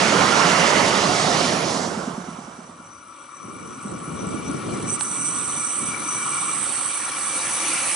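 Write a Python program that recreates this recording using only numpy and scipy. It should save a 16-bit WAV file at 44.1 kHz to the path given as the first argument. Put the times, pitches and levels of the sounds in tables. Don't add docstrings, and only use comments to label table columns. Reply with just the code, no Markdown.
import sys
import numpy as np
from scipy import signal
from scipy.fft import rfft, irfft, next_fast_len
from scipy.io import wavfile
from scipy.ndimage import uniform_filter1d, map_coordinates

SR = 44100
rng = np.random.default_rng(int(sys.argv[2]) if len(sys.argv) > 2 else 0)


def inscribe(sig):
    pcm = np.round(np.clip(np.atleast_2d(sig).T, -1, 1) * 32767)
    wavfile.write(sys.argv[1], SR, pcm.astype(np.int16))


def how_loud(loudness_db):
    steps = np.asarray(loudness_db, float) / 20
    return 10 ** steps


N = 350595
SIZE = next_fast_len(N + 8192)
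HZ = np.fft.rfftfreq(SIZE, 1 / SR)
T = np.arange(N) / SR


def unit(x):
    return x / np.sqrt(np.mean(x ** 2) + 1e-20)


def along(points):
    f, *cols = np.transpose(points)
    return [np.interp(np.log(HZ + 1), np.log(f), c) for c in cols]


def curves(rows):
    s, *cols = np.transpose(rows)
    return [np.interp(T, s, c) for c in cols]


def fade(start, end):
    return np.clip((T - start) / (end - start), 0, 1)


def swells(rows):
    return sum(np.c_[list(dbs)] * np.exp(-((T - s) / half) ** 2) for s, half, *dbs in rows)


def wobble(rate):
    return map_coordinates(rng.standard_normal(int(N * rate / SR) + 4), [np.arange(N) * rate / SR])


def filtered(x, gain):
    return irfft(rfft(x, SIZE) * gain, SIZE)[:, :N]


def patchy(patchy_db, bins):
    z = signal.stft(rng.standard_normal((2, N + 512)), nperseg=512)[2]
    patches = uniform_filter1d(rng.standard_normal(z.shape[1:]), bins, 0)
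    patches = unit(uniform_filter1d(patches, 8, 1))
    noise = signal.istft(z * how_loud(patchy_db * patches), nperseg=512)[1]
    return rfft(noise[:, :N], SIZE)


def placed(pair, gain, pan_db, alike, lead):
    turn = np.arccos(np.clip(alike, -1, 1)) / 2
    mid = pair[0] * gain * np.cos(turn)
    side = pair[1] * gain * np.sin(turn)
    tilt = how_loud(pan_db / 2) * np.exp(.5j * lead)
    x = irfft(np.array([(mid + side) * tilt, (mid - side) / tilt]), SIZE)[:, :N]
    return x / np.std(x.mean(axis=0))


def rush(spectrum, sides, patchy_db):
    return placed(patchy(patchy_db, bins=6), how_loud(along(spectrum)[0]), *along(sides))


def singing(centres, bands, alike, patchy_db):
    width, db, pan_db, lead = np.transpose(bands)[:, :, None]
    power = how_loud(2 * db) / width / (1 + ((HZ - np.c_[centres]) / width) ** 2 / 2) ** 3
    total = power.sum(axis=0)
    share = power / total
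    pan_db, lead = (share * pan_db).sum(axis=0), (share * lead).sum(axis=0)
    return placed(patchy(patchy_db, bins=3), np.sqrt(total), pan_db, alike, lead)


def bursts(events, hz, length, delay):
    x = np.zeros(N)
    for (s, db), (bend, phase) in zip(events, rng.standard_normal((len(events), 2))):
        near = slice(round(s * SR) - 2000, round(s * SR) + 3000)
        u = T[near] - s - delay
        tone = np.sin(2 * np.pi * hz * (1 + 0.011 * bend) * u + phase)
        x[near] += how_loud(db) * np.exp(-(u / length) ** 2) * tone
    return x


# f/Hz, level/dB (per Hz)
FIELD = [(30, -30), (70, -2), (120, -1), (200, -4), (320, 3), (450, -12), (555, -5.5), (700, -15),
         (1200, -33)]
# f/Hz, left-right level/dB, likeness, left lead/rad
FAR_SIDE = [(60, -3, 0.93, 0), (500, 1.5, 0.98, 0), (3000, 0, 0.88, 0.0052), (6860, 3, 0.45, 0),
            (9450, -6, 1, 0), (11000, -3, 0.98, 0)]


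def field():
    x = how_loud(-52 + 1.3 * wobble(4.7)) * rush(FIELD, FAR_SIDE, patchy_db=1.5)
    deep = filtered(x, 1 / (1 + (HZ / 170) ** 4))
    lull_db = swells([(3.2, 0.2, -8)])[0]
    purr = how_loud(-64) * (1 - fade(3.4, 3.6)) * singing([560], [(14, 0, 1, 0)], alike=.9, patchy_db=0.0)
    return x + (how_loud(lull_db) - 1) * deep + purr


# t/s, half length/s, f/Hz, glide/(Hz/s), level/dB
WHINE = [
    (.3, 0.64, 1400, -230, -30.5),
    (.75, 0.36, 1500, -200, -36),
    (.58, 0.18, 690, -150, -32),
    (1.3, 0.2, 715, -82, -29.5),
]


def whine():
    x = np.zeros(N)
    rough = wobble(69.94) + 1j * wobble(70.3)
    for s, half, hz, glide, db in WHINE:
        near = slice(max(round((s - 3 * half) * SR), 0), round((s + 3 * half) * SR))
        u = T[near] - s
        tone = np.exp(2j * np.pi * (hz + glide * u / 2) * u)
        x[near] += how_loud(db - (u / half) ** 2 * 7.9) * np.real(rough[near] * tone)
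    return x


# t/s, peak level/dB
THUMPS = [(1.765, -18), (1.867, -30), (1.97, -18), (2.073, -17.5), (2.176, -18.5), (2.281, -21),
          (2.383, -25.5), (2.477, -28), (2.585, -28), (2.689, -32), (2.793, -34), (2.884, -43.5)]


def flat_wheel():
    flat = np.array(THUMPS) - [0, 2.5]
    ground = bursts(flat, hz=170, length=0.01, delay=0.0344)
    ground += bursts(flat, hz=173, length=0.021, delay=0.069)
    knock = bursts(flat, hz=223, length=0.0055, delay=0.0081)
    click = bursts(flat, hz=347, length=0.0048, delay=0.00696)
    return how_loud(-12.5) * ground + knock + how_loud(-11) * click


# f/Hz, level/dB (per Hz)
BOGIE = [(40, -34), (80, -13.5), (180, 1.5), (400, -2.5), (700, -5.5), (1400, -30.5)]
RAIL = [(300, -20), (600, 1.5), (750, -1), (900, 2.5), (1350, 2.5), (1600, -4), (2300, -28.5)]
WHEEL = [(1200, -28), (1750, 0.5), (2300, 1), (2550, -3), (2800, 0.5), (3200, -3), (4200, -26)]
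RUSH = [(2400, -19), (3500, 0), (5000, 0), (6000, 0.5), (7000, -4.5), (8500, -20), (10000, -36)]
AIR = [(5500, -26), (7500, 5.5), (9000, 1.5), (10500, -3), (11000, -25)]
# f/Hz, left-right level/dB, likeness, left lead/rad
NEAR_SIDE = [(60, 1.5, .85, 0.17), (204, -3.5, 0.91, 0.11), (770, -12, 0.69, -0.38), (1790, -9, 0.4, 1),
             (3470, -4.5, 0.71, 0.87), (6000, -4, 0.69, 0.18), (8300, -5, 0.39, 0.13),
             (9500, 4.5, 0.62, -.3), (10800, 0, 1, 0.07)]
# t/s, loss/dB
FADING = [(0.0, -1), (.4, 0), (1.45, -1), (1.85, -4.5), (2.15, -11.5), (2.35, -20), (2.6, -24.5),
          (2.85, -30.5), (3.3, -38)]
# level alongside/dB, share of the loss, lead/s, sag/(dB/s) once the last car nears
PARTS = [
    (-22.5, 1.09, .001, 0.3),
    (-21, 0.7, .001, 8),
    (-24.5, 0.95, 0.23, 7),
    (-26, 1.05, 0.2, 0.5),
    (-37, 0.8, 0.15, 1),
]
# t/s, half length/s, bogie level/dB, wheel level/dB, rush level/dB
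AXLES = [
    (.2, .1, 1.5, -2, -1),
    (.4, 0.11, -3.2, -1.5, 0),
    (.68, 0.25, -0.7, 1.5, 0.5),
    (1.28, 0.11, 1, -1, 0.9),
    (1.46, 0.11, -0.1, 4, 1.8),
    (1.62, .06, -0.2, 1, -1.5),
    (1.8, 0.11, 0, 1.2, 2),
]


def passing():
    last_car_s, tail_s = 0.64, 1.53
    sagging = np.clip(T, last_car_s, tail_s) - last_car_s
    loss_s, loss_db = np.transpose(FADING)
    bogie_db, rail_db, wheel_db, rush_db, hiss_db = [
        db + share * np.interp(T + lead, loss_s, loss_db) - sag * sagging for db, share, lead, sag in PARTS]
    heavy_db, bright_db, blow_db = swells(AXLES)
    flutter_db = 1.5 * np.exp(-((T - 0.68) / 0.28) ** 4) * np.cos(2 * np.pi * 10.6 * (T - .78))
    blow_db = blow_db + flutter_db
    shake = wobble(13.63)
    x = how_loud(bogie_db + heavy_db + .5 * shake) * rush(BOGIE, NEAR_SIDE, patchy_db=1.0)
    x += how_loud(rail_db + .5 * shake) * rush(RAIL, NEAR_SIDE, patchy_db=2.0)
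    x += how_loud(wheel_db + bright_db + 0.26 * shake) * rush(WHEEL, NEAR_SIDE, patchy_db=1.5)
    x += how_loud(rush_db + blow_db + 0.24 * wobble(14.8)) * rush(RUSH, NEAR_SIDE, patchy_db=1.36)
    x += how_loud(hiss_db + blow_db) * rush(AIR, NEAR_SIDE, patchy_db=2.0)
    x *= 1 - fade(2.62, 3.36)
    return x + flat_wheel() * how_loud([[-1.5], [1.5]]) + whine() * how_loud([[-6], [3.5]])


# t/s, roar level/dB
NEARING = [(2.4, -63.5), (3.47, -59.5), (4.33, -51.5), (4.72, -47.5), (5.15, -47.5), (6.09, -45),
           (6.57, -41.5), (7.01, -42), (7.53, -37), (7.7, -35), (7.95, -35.5)]
MID_ROAR_DB = -46
# f/Hz, level/dB (per Hz)
ROAR = [(900, -40), (1700, 2.5), (2900, 1.5), (4000, -1), (5400, -5.5), (6500, -11), (8000, -13)]
HISS = [(4500, -17), (6500, -3), (7300, -15), (9300, -2), (10100, -2), (10650, -34), (10800, 0.5),
        (11000, -9.5)]
DRONE = [(50, -25), (150, -6.5), (240, 0.5), (320, 8.5), (420, -7), (540, 7), (620, -2), (800, 6),
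         (1500, 0), (2200, -16.5)]
# f/Hz, then width/Hz, level/dB, left-right level/dB, left lead/rad
DISC_HZ = [4440]
DISC = [(70, 0, 1, 0)]


def nearing():
    roar_db, = curves(NEARING)
    hiss_db = roar_db + 3.0 + 0.59 * (roar_db + 41.5)
    drone_db = -43 + 0.81 * (roar_db - MID_ROAR_DB) + 0.3 * wobble(4.02)
    disc_db = -50 + 1.5 * wobble(6) - 6 * fade(6.85, 7.05)
    x = how_loud(roar_db + 4.5) * rush(ROAR, FAR_SIDE, patchy_db=2.0)
    x += how_loud(hiss_db) * rush(HISS, FAR_SIDE, patchy_db=0.0)
    x += how_loud(drone_db) * fade(3.08, 3.18) * rush(DRONE, FAR_SIDE, patchy_db=2.0)
    x += how_loud(disc_db) * fade(6.6, 6.68) * singing(DISC_HZ, DISC, alike=.9, patchy_db=1.5)
    return x * fade(1.6, 3.2)


# t/s, peak level/dB
CHIRPS = [(3.564, -43), (3.7241, -45), (3.772, -41), (3.8244, -38), (3.8613, -35), (3.8997, -40),
          (3.9865, -38), (4.0543, -41), (4.0783, -41), (4.1631, -38), (4.2232, -40), (4.2674, -27),
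          (4.3457, -32), (4.421, -41), (4.4509, -43), (4.4779, -35), (4.5103, -28), (4.6445, -38),
          (4.7373, -38), (4.7827, -37), (4.8226, -28), (4.8795, -29)]
TICKS = [
    (2.99, -47),
    (2.58, -52),
]


def flange_chirps():
    x = how_loud(0.5) * bursts(CHIRPS, hz=8450, length=0.0017, delay=0.003)
    x += how_loud(-6) * bursts(CHIRPS, hz=8000, length=.0014, delay=.005)
    return x + bursts(TICKS, hz=8300, length=.0012, delay=.002)


# t/s, hum level/dB
LOAD = [(2.6, -52), (2.92, -48), (3.45, -44), (4.25, -38.5), (4.69, -39.5), (4.88, -36), (5.0, -37.5),
        (5.18, -37), (5.47, -35.5), (5.74, -38), (6.25, -32), (6.46, -31), (6.67, -38.5), (7.07, -36),
        (7.41, -36.5), (7.61, -36.5), (7.78, -34), (7.95, -43)]
# t/s, half length/s, flange, web, head level/dB
WAKE = [
    (2.25, 0.3, 3, 8, 6),
]
# t/s, half length/s, flange, web, head level/dB
SLIPS = [(4.9, 0.016, 1, 5, -1), (4.98, 0.015, -14, -12, -12), (5.03, .015, 1, -3, 3),
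         (5.27, .025, 3.5, 5, 0), (5.77, .03, 1.5, -1, 4), (5.98, .08, -7, -2.5, 0),
         (6.13, 0.076, -0.5, 3, 0), (6.7, 0.22, 1.5, -4.5, 0.5), (6.94, 0.096, 0.5, -0.5, 3),
         (7.11, 0.071, -5.5, -3, -2.5), (7.57, 0.065, .5, 0.5, 2.5), (7.66, .08, -1, 3, -1),
         (7.94, 0.054, 2, -4, 1.5)]
# centres f/Hz, then
# width/Hz, level/dB, left-right level/dB, left lead/rad
HUM_HZ = [990, 1095, 1165, 1310, 1410]
HUM = [(57.6, -10, 8.5, -0.38), (25.3, -6.5, 5.3, -0.033), (46.2, -1.5, 8.6, -0.44), (45, -2.5, 7.5, -0.7),
       (45, -5.5, 11.2, -0.64)]
RING_HZ = [2305, 2365, 2860]
RING = [(44, 3.5, 6, -.3), (55, -2, 2, -0.13), (83.333, -5, 1, 0.032)]
EARLY_WEB_HZ = [5800, 5930, 6050]
EARLY_WEB = [(80, -4.5, 8, -1.4), (60, 2.5, 6, -1.6), (60, -4, 6, -1.6)]
WEB_HZ = [5800, 5945, 6047, 6130]
WEB = [(90, -6, 8.5, -1.1), (55, 0.5, 6.1, -1.94), (50, 2, 6, -1.5), (70, -18, 5.4, -2)]
EARLY_FLANGE_HZ = [7780, 8200, 8480]
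EARLY_FLANGE = [(170, 0, -7, -4), (260, -4, -13, 3.5), (110, -11, -10, 1)]
SQUEAL_HZ = [6700, 7078, 7350, 7770, 8200, 8462, 8540, 8680, 9200]
SQUEAL = [(350, -16, 9, -2.5), (30, -28, 13, 1), (150, -6, 4.5, -3), (170, -9, -16, -5),
          (250, -7.5, -28.5, -4.5), (35, -4.5, -17, 3.5), (70, -0.5, -13, -4), (100, -3, -1, 0),
          (350, -11, -10, 1.5)]
EARLY_HEAD_HZ = [9680, 9960, 10400, 11000]
EARLY_HEAD = [(30, 4, -4, 0), (70, -5, 4, 0), (30, -10, 0, 0), (60, -9.5, -1, 0)]
HEAD_HZ = [9850, 10027, 10170, 10465, 10990]
HEAD = [(170, -3, -2, 0), (50, -2.5, -1, 0), (120, -6.5, 1, 0), (60, -7.5, -5, 0), (45, -12, -0.5, 0)]


def rails():
    (hum_db,), (roar_db,) = curves(LOAD), curves(NEARING)
    load, near = hum_db + 40, roar_db - MID_ROAR_DB
    ring_db = -46 + 0.6 * load + 0.57 * near
    bite_s = 4.86
    caught = fade(bite_s, bite_s + 0.021)
    creep_db = np.c_[[-50, -50.5, -51]] + np.c_[[1.2, 1, 1.2]] * load + swells(WAKE)
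    squeal_db = np.c_[[-30, -39.5, -38.5]] + np.c_[[.05, 0.059, 0.63]] * near + swells(SLIPS)
    flange_db, web_db, head_db = creep_db + caught * (squeal_db - creep_db)
    bite = caught * (1 - (1 - 0.89) * fade(bite_s, N / SR))
    loose = 1 - bite
    grip = 0.4 * wobble(30)
    x = how_loud(hum_db + 0.5 + 0.62 * wobble(25)) * singing(HUM_HZ, HUM, alike=0.86, patchy_db=1.36)
    x += how_loud(ring_db + 1.95 * wobble(14)) * singing(RING_HZ, RING, alike=0.7, patchy_db=1.0)
    early_web = singing(EARLY_WEB_HZ, EARLY_WEB, alike=1.0, patchy_db=2.5)
    x += how_loud(web_db + 1.1 * wobble(12)) * loose * early_web
    x += how_loud(web_db + grip + 0.79 * wobble(9)) * bite * singing(WEB_HZ, WEB, alike=0.93, patchy_db=1.0)
    early_flange = singing(EARLY_FLANGE_HZ, EARLY_FLANGE, alike=0.92, patchy_db=-3.5)
    x += how_loud(flange_db + 1.2 * wobble(40)) * loose * early_flange
    x += how_loud(flange_db + grip) * bite * singing(SQUEAL_HZ, SQUEAL, alike=0.98, patchy_db=1.5)
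    early_head = singing(EARLY_HEAD_HZ, EARLY_HEAD, alike=0.99, patchy_db=1.5)
    x += how_loud(head_db + 1.2 * wobble(12)) * loose * early_head
    x += how_loud(head_db + grip) * bite * singing(HEAD_HZ, HEAD, alike=0.97, patchy_db=2.1)
    return x * fade(1.8, 2.0) + flange_chirps() * how_loud([[-12], [3]])


# f/Hz, level/dB (per Hz)
BUFFET = [(25, -47), (60, -19), (110, -3.5), (170, -0.5), (300, -1.5), (500, -9.5), (900, -19), (2000, -44)]
# f/Hz, left-right level/dB, likeness, left lead/rad
PORTS = [(60, -3, 0.99, 0), (150, -1.5, 0.66, 0), (350, -3, 0.37, 0), (715, -2, -0.47, 0)]
# t/s, hold/s, level/dB, left-right level/dB
PUFFS = [(3.38, .05, -58, .5), (3.444, 0.3, -39, 1.5), (3.86, .12, -33, 2.5), (4.09, 0.089, -31.5, 3.5),
         (4.205, 0.2, -28.5, 2.5), (4.49, 0.062, -28, 3), (4.67, 0.13, -26, 3), (4.85, 0.056, -32, -1),
         (5.053, 0.53, -37.5, 2), (5.81, 0.013, -33.5, 3), (5.906, 0.27, -39, 1), (6.256, 0.47, -41, 2.5),
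         (6.86, .04, -50, .3), (7.0, 0.66, -49.5, 3), (7.755, 0.018, -47, .3), (7.88, .03, -59, 1)]
# t/s, peak level/dB, f/Hz
KNOCKS = [(3.441, -32, 191), (3.68, -32, 342), (3.77, -30, 261), (3.848, -23.5, 210), (3.938, -27.5, 188),
          (4.075, -26, 152), (4.26, -19, 170), (4.49, -18, 266), (4.929, -25, 248), (5.227, -28, 272),
          (5.359, -25, 237), (5.662, -31, 240), (5.817, -24, 231), (6.054, -27, 318)]


def gust():
    power = 0
    for s, hold, db, pan_db in PUFFS:
        rise_db = 296 * np.clip(s - T, 0, 1)
        fall_db = 77 * np.clip(T - s - hold, 0, 1)
        power = power + how_loud(2 * (db - rise_db - fall_db)) * how_loud([[pan_db], [-pan_db]])
    lumps = how_loud(1.9 * np.array([wobble(45), wobble(45)]))
    buffet = unit(lumps * rush(BUFFET, PORTS, patchy_db=0.53))
    slaps = sum(bursts([(s, db - 4.5)], hz=hz, length=0.0075, delay=0.01204) for s, db, hz in KNOCKS)
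    return how_loud(-0.5) * np.sqrt(power) * buffet + slaps


# t/s, peak level/dB
SNAP = [
    (5.0091, -13),
]
# f/Hz, level/dB, 60 dB decay/s
STONE = [(860, -2.5, 0.018), (1520, -3, 0.0092), (2610, -3.5, .008), (3430, -11, .008), (4100, -1.5, 0.011),
         (5000, -6, .01), (6300, -14, .006)]


def snap():
    x, t = np.zeros(N), np.arange(SR // 20) / SR
    for s, db in SNAP:
        ring = 0
        for k, (hz, level, t60) in enumerate(STONE):
            ring = ring + (-1) ** k * how_loud(level - 60 * t / t60) * np.sin(2 * np.pi * hz * t)
        grit = how_loud(-5.0 - 60 * t / .022) * np.gradient(rng.standard_normal(len(t)))
        crack = how_loud(-4.0 - 60 * t / .005) * rng.standard_normal(len(t))
        x[round(s * SR):][:len(t)] += how_loud(db - 5.0) * (ring + grit + crack)
    return x


# t/s, half length/s, f/Hz, width/Hz, level/dB
SHADES = [(1.6, .1, 8300, 700, -5), (1.75, 0.087, 3200, 980, -1.5), (1.91, 0.11, 3600, 1300, -4),
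          (1.57, .1, 9900, 400, 7), (1.72, .08, 5500, 1200, 3), (2.32, .25, 4500, 900, -4),
          (2.12, .2, 9000, 1500, -3.5), (2.33, .3, 590, 120, -4.5), (2.32, .2, 740, 110, 4),
          (0.084, .15, 870, 150, -2), (1.27, 0.13, 380, 80, -3), (7.8, .15, 3500, 600, -4),
          (5.5, .25, 3600, 800, 2), (7.3, .12, 3100, 700, -2.5), (7.85, 0.12, 370, 100, -5),
          (3.85, .2, 6900, 700, 5), (7.8, .12, 2500, 250, 4), (0.72, 0.14, 560, 90, 3),
          (0.45, 0.14, 180, 32, 5.5), (1.03, 0.16, 1120, 180, 2.5), (1.08, 0.11, 2400, 350, -3)]


def shaded(x):
    y = x.copy()
    for s, half, hz, width, db in SHADES:
        band = filtered(x, np.exp(-((HZ - hz) / width) ** 2))
        y = y + (how_loud(db * np.exp(-((T - s) / half) ** 2)) - 1) * band
    return y


def scene():
    return shaded(passing() + nearing()) + rails() + gust() + field() + snap()


def band_limit(x):
    return signal.sosfilt(signal.butter(12, 11950, fs=SR, output="sos"), x)


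def record(dry):
    treble_db = -np.clip(HZ - 11030, 0, 240) / 2
    bass = HZ / np.hypot(HZ, 45)
    kept = filtered(dry, how_loud(treble_db) * bass)
    kept = kept / (1 + np.abs(kept / .95) ** 4) ** (1 / 4)
    return band_limit(kept)


dry = scene()
out = record(dry)
inscribe(out)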